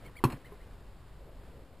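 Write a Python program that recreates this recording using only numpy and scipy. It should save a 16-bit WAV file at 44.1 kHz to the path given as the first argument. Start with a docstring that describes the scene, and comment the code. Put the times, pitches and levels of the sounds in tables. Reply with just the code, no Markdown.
"""Car door opening on a quiet lawn

Steel clicks and door modes make the latch snap; a low sine thumps as the panel leaves its seal.
Grainy noise scuffs like rubber, and a few modes give the soft knock of the hinge stay.
Swept sines chirp faintly like a bird over coloured-noise rumble, rustle and a late soft rush.
A low-rate sample and hold mirrors the sound into a gritty treble.
"""
import sys
import numpy as np
from scipy import signal
from scipy.fft import rfft, irfft
from scipy.io import wavfile
from scipy.ndimage import uniform_filter1d

SR = 44100
rng = np.random.default_rng(int(sys.argv[2]) if len(sys.argv) > 2 else 0)


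def unload_audio(sound):
    """Save the sound as a 16-bit wav file, at the path given as the first command line argument."""
    columns = np.transpose(np.atleast_2d(sound))
    # keep every value between -1 and 1, then stretch to whole-number steps
    steps = np.round(np.clip(columns, -1, 1) * 32767)
    wavfile.write(sys.argv[1], SR, steps.astype(np.int16))


N = 79380  # length [samples]
CONTACT_S = 0.00018  # time constant of a hard contact's onset


def undb(db):
    """Decibels to gain."""
    return 10 ** (np.asarray(db) / 20)


def since(start):
    """Seconds since a moment, zero before it."""
    return np.maximum(np.arange(N) / SR - start, 0)


def fade(start, rise, t60):
    """Envelope of a blow: rise with a time constant, exponential fall by 60 dB in t60 seconds."""
    t = since(start)
    return (1 - np.exp(-t / rise)) * np.exp(-np.log(1000) * t / t60)


def colour(x, points):
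    """Filter by a (frequency [Hz], level [dB]) curve, drawn on a log frequency axis."""
    hz, db = np.array(points, float).T
    f = np.maximum(np.arange(N // 2 + 1) * SR / N, 1)
    gain = undb(np.interp(np.log(f), np.log(hz), db))
    return irfft(rfft(x) * gain, N)


def noise(points, grain_db=0):
    """Coloured noise of unit RMS; grain gives each run of 20 samples its own random size."""
    grains = np.repeat(rng.standard_normal(N // 20 + 1), 20)[:N]
    x = colour(rng.standard_normal(N) * undb(grain_db * grains), points)
    return x / x.std()


def walk(rate):
    """Smooth random wander around zero, with `rate` new targets a second."""
    k = int(SR / rate)
    steps = np.repeat(rng.standard_normal(N // k + 1), k)
    return uniform_filter1d(uniform_filter1d(steps, k), k)[:N]


def swell(points, levels):
    """Coloured noise that follows a (time [s], level [dB]) curve."""
    return noise(points) * undb(np.interp(since(0), *np.array(levels).T))


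def ring(start, modes):
    """Struck modes: sines that start together and die away at their own rates."""
    t = since(start)
    return sum(undb(db) * fade(start, CONTACT_S, t60) * np.sin(2 * np.pi * hz * t)
               for hz, db, t60 in modes)


# colour of the microphone hiss: (frequency [Hz], relative level [dB])
HISS_COLOUR = [(100, 14), (700, -6), (3000, 5.5), (5700, 1)]
HISS_DB = -72


def hiss():
    """Microphone hiss: unrelated noise on left and right."""
    return undb(HISS_DB) * np.array([noise(HISS_COLOUR), noise(HISS_COLOUR)])


# colour of the distant outdoor rumble: (frequency [Hz], relative level [dB])
AIR_COLOUR = [(8, -15.5), (20, -2), (48, 0.5), (85, -8.5), (124, -11), (200, -17), (350, -20.5), (550, -25),
              (800, -26.5), (1040, -26.5), (2200, -35.5), (4800, -39.5), (5700, -47.5)]
AIR_DB, AIR_WAVER_DB = -50.5, 1
# level of the soft rush before flutter: (time [s], level [dB])
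RUSH_SWELL = [(1.15, -72), (1.21, -61), (1.3, -57), (1.37, -65), (1.5, -62), (1.59, -57.5), (1.69, -68),
              (1.8, -62)]
# colour of the soft rush: (frequency [Hz], relative level [dB])
RUSH_COLOUR = [(100, -31), (250, 13), (550, 13), (1100, -6.5), (2500, -34.5), (5700, -53)]


def outdoors(flutter_db=2.5):
    """Gently wavering distant rumble, and a soft, fluttering rush that swells late."""
    rumble = undb(AIR_DB) * noise(AIR_COLOUR) * undb(AIR_WAVER_DB * walk(8.7))
    rush = swell(RUSH_COLOUR, RUSH_SWELL) * undb(flutter_db * walk(40))
    return rumble + rush


CHIRP_HALF_S, ARCH_DROP = .024, .25  # half length; share of the top pitch lost at either end
CHIRP_ROUGH_DB, CHIRP_JITTER, OCTAVE_DB = 5, .022, -13  # level wander, pitch wander, octave level


def arch(middle, top_hz):
    """One raspy whistle: pitch rises and falls in a parabola, with a weak octave."""
    u = np.clip((np.arange(N) / SR - middle) / CHIRP_HALF_S, -1, 1)
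    hz = top_hz * (1 - ARCH_DROP * u ** 2) * (1 + CHIRP_JITTER * walk(600))
    phase = 2 * np.pi * np.cumsum(hz) / SR
    voice = np.sin(phase) + undb(OCTAVE_DB) * np.sin(2 * phase)
    return np.sqrt(1 - u ** 2) * voice * undb(CHIRP_ROUGH_DB * walk(260))


# chirps, lower voice before its wander: (time of the arch's top [s], top pitch [Hz], level [dB])
BIRD_CHIRPS = [(0.065, 2246, -57), (0.177, 2290, -55), (0.465, 2134, -58), (0.622, 2100, -64)]
UPPER_RATIO, UPPER_DB, UPPER_LAG_S = 1.43, -9, .007  # upper voice against the lower


def bird():
    """Faint chirps of two voices, the upper one weaker and slightly late."""
    chirps = 0
    for s, hz, db in BIRD_CHIRPS:
        upper = undb(UPPER_DB) * arch(s + UPPER_LAG_S, hz * UPPER_RATIO)
        chirps = chirps + undb(db) * (arch(s, hz) + upper)
    return chirps


# level of the rustle before flutter: (time [s], level [dB])
RUSTLE_SWELL = [(0, -57.5), (0.058, -52.5), (0.14, -61.5), (0.4, -56), (0.55, -57.5), (0.7, -58.5),
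                (0.95, -67)]
# colour of the rustle: (frequency [Hz], relative level [dB])
RUSTLE_COLOUR = [(40, 1), (120, 8), (220, -3), (500, 1), (1050, -8), (2000, -12), (5000, -24.5)]


def rustle(flutter_db=2):
    """Uneven rustle of clothes and the swinging door: fluttering coloured noise."""
    return swell(RUSTLE_COLOUR, RUSTLE_SWELL) * undb(flutter_db * walk(60.3))


# colour of the clunk's stereo width: (frequency [Hz], relative level [dB])
CLUNK_WIDTH_COLOUR = [(60, 2), (150, 8), (300, 1), (650, -12), (1000, -23), (3000, -37)]
CLUNK_WIDTH_DB, CLUNK_WIDTH_T60_S = -38, .1


def clunk_width():
    """A brief noise burst, opposite in sign left and right, widens the clunk."""
    burst = noise(CLUNK_WIDTH_COLOUR) * fade(LATCH_SNAPS[0][0], CONTACT_S, CLUNK_WIDTH_T60_S)
    return undb(CLUNK_WIDTH_DB) * burst * np.array([[1], [-1]])


# colour of the diffuse ring of the car body: (frequency [Hz], relative level [dB])
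BODY_COLOUR = [(80, 2), (140, 3), (350, -3), (680, -12), (1050, 0), (1400, -12), (2700, -20), (5500, -29)]
BODY_DB, BODY_T60_S = -33.5, 0.25


def body():
    """The car body rings on diffusely after the first snap: dying coloured noise."""
    return undb(BODY_DB) * noise(BODY_COLOUR) * fade(LATCH_SNAPS[0][0], PANEL_PUSH_S, BODY_T60_S)


# modes of the hinge stay: (frequency [Hz], level [dB], t60 [s])
STAY_MODES = [(414, -41.5, 0.07), (1036, -51, 0.11), (1100, -59, 0.089)]


def hinge_stay():
    """The hinge stay knocks softly once, ringing its few modes."""
    return ring(0.521, STAY_MODES)


# scuffs of the rubber seal: (time [s], level [dB])
SEAL_SCUFFS = [(0.2985, -37), (0.313, -49.5), (0.3215, -43)]
# colour of a scuff: (frequency [Hz], relative level [dB])
SEAL_COLOUR = [(300, 11.5), (700, 1.5), (1050, 8.5), (1350, -5), (1750, 3), (2700, -8), (3900, -17),
               (4250, -8), (4550, -21), (5100, -11.5), (5700, -32)]
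SCUFF_RISE_S, SCUFF_T60_S, SCUFF_GRAIN_DB = 0.0014, 0.13, 2.5


def seal():
    """The rubber slips free in a few scuffs of grainy noise."""
    scuffs = sum(undb(db) * fade(s, SCUFF_RISE_S, SCUFF_T60_S) for s, db in SEAL_SCUFFS)
    return noise(SEAL_COLOUR, grain_db=SCUFF_GRAIN_DB) * scuffs


# thumps of the door panel: (time [s], level [dB])
PANEL_THUMPS = [(0.2475, -10.5), (0.332, -27)]
PANEL_HZ, PANEL_T60_S, PANEL_PUSH_S = 127.4, .076, .0045  # pitch, decay, onset time constant


def panel():
    """The door skin booms as one low mode when it springs out, and again as the seal lets go."""
    return sum(undb(db) * fade(s, PANEL_PUSH_S, PANEL_T60_S) * np.sin(2 * np.pi * PANEL_HZ * since(s))
               for s, db in PANEL_THUMPS)


# clicks of the steel latch: (time [s], gain of its ring [dB], gain of its crack [dB])
LATCH_SNAPS = [(0.2388, -3, -16), (0.2407, -3, 1.5), (0.254, -15.5, -10), (0.3027, -20, -26),
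               (0.3218, -14, -22)]
# modes of the steel latch: (frequency [Hz], relative level [dB], t60 [s])
LATCH_MODES = [(1990, -41, 0.026), (2470, -35, .06), (2644, -36.5, 0.065), (2805, -36.5, 0.064),
               (3220, -42.5, 0.046), (4250, -33.5, 0.037), (5320, -43, 0.05)]
# colour of the crack: (frequency [Hz], relative level [dB])
CRACK_COLOUR = [(200, 0), (650, -6), (1000, 9), (1600, -12), (2600, -4.5), (3700, -13.5), (4250, -8),
                (4600, -16), (5700, -11.5)]
CRACK_DB, CRACK_T60_S = -25, 0.034  # level before each click's gain, decay
# jolts that handle and latch give the door: (time [s], gain [dB])
DOOR_JOLTS = [(0.095, -38), (0.204, -34), (0.23877, -1.3), (0.24226, -13), (0.25096, -9)]
# modes of the door: (frequency [Hz], relative level [dB], t60 [s])
DOOR_MODES = [(249, -31, .24), (272, -29, .2), (332, -24, .094), (370, -19, .15), (428, -34, .19),
              (549, -39, .11), (864, -34, .08), (948, -22, .065), (999, -21, .075), (1042, -28, .11),
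              (1115, -23, .075), (1333, -36, .1), (1500, -40, .08)]


def latch():
    """Each click cracks as noise and rings the steel's modes; each jolt rings the door's modes."""
    crack = undb(CRACK_DB) * noise(CRACK_COLOUR)
    clicks = 0
    for s, ring_db, crack_db in LATCH_SNAPS:
        steel = undb(ring_db) * ring(s, LATCH_MODES)
        clicks = clicks + steel + undb(crack_db) * crack * fade(s, CONTACT_S, CRACK_T60_S)
    return clicks + sum(undb(db) * ring(s, DOOR_MODES) for s, db in DOOR_JOLTS)


def scene():
    """Door, bird and outdoors straight ahead; only the clunk's width burst and the hiss are wide."""
    background = outdoors() + bird() + rustle()
    door = body() + hinge_stay() + seal() + panel() + latch()
    return background + door + clunk_width() + hiss()


HOLD_HZ, INPUT_TOP_HZ, TOP_HZ = 12000, 5750, 15250  # sample rate, band limits before and after
OFFSET = (-.0016, -.0008)  # constant converter offset, left and right [full scale]


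def record(dry):
    """Band-limit, sample and hold at the low rate with a slight converter offset, cut the top."""
    input_filter = signal.ellip(8, .3, 60, INPUT_TOP_HZ, fs=SR, output="sos")
    narrow = signal.sosfilt(input_filter, dry)
    samples = signal.resample(narrow, N * HOLD_HZ // SR, axis=1)
    stairs = np.repeat(samples, 8, axis=1)  # flat steps leave mirror images above the band
    held = signal.resample(stairs, N, axis=1) + np.array(OFFSET)[:, None]
    return signal.sosfilt(signal.ellip(10, .2, 80, TOP_HZ, fs=SR, output="sos"), held)


dry = scene()
out = record(dry)
unload_audio(out)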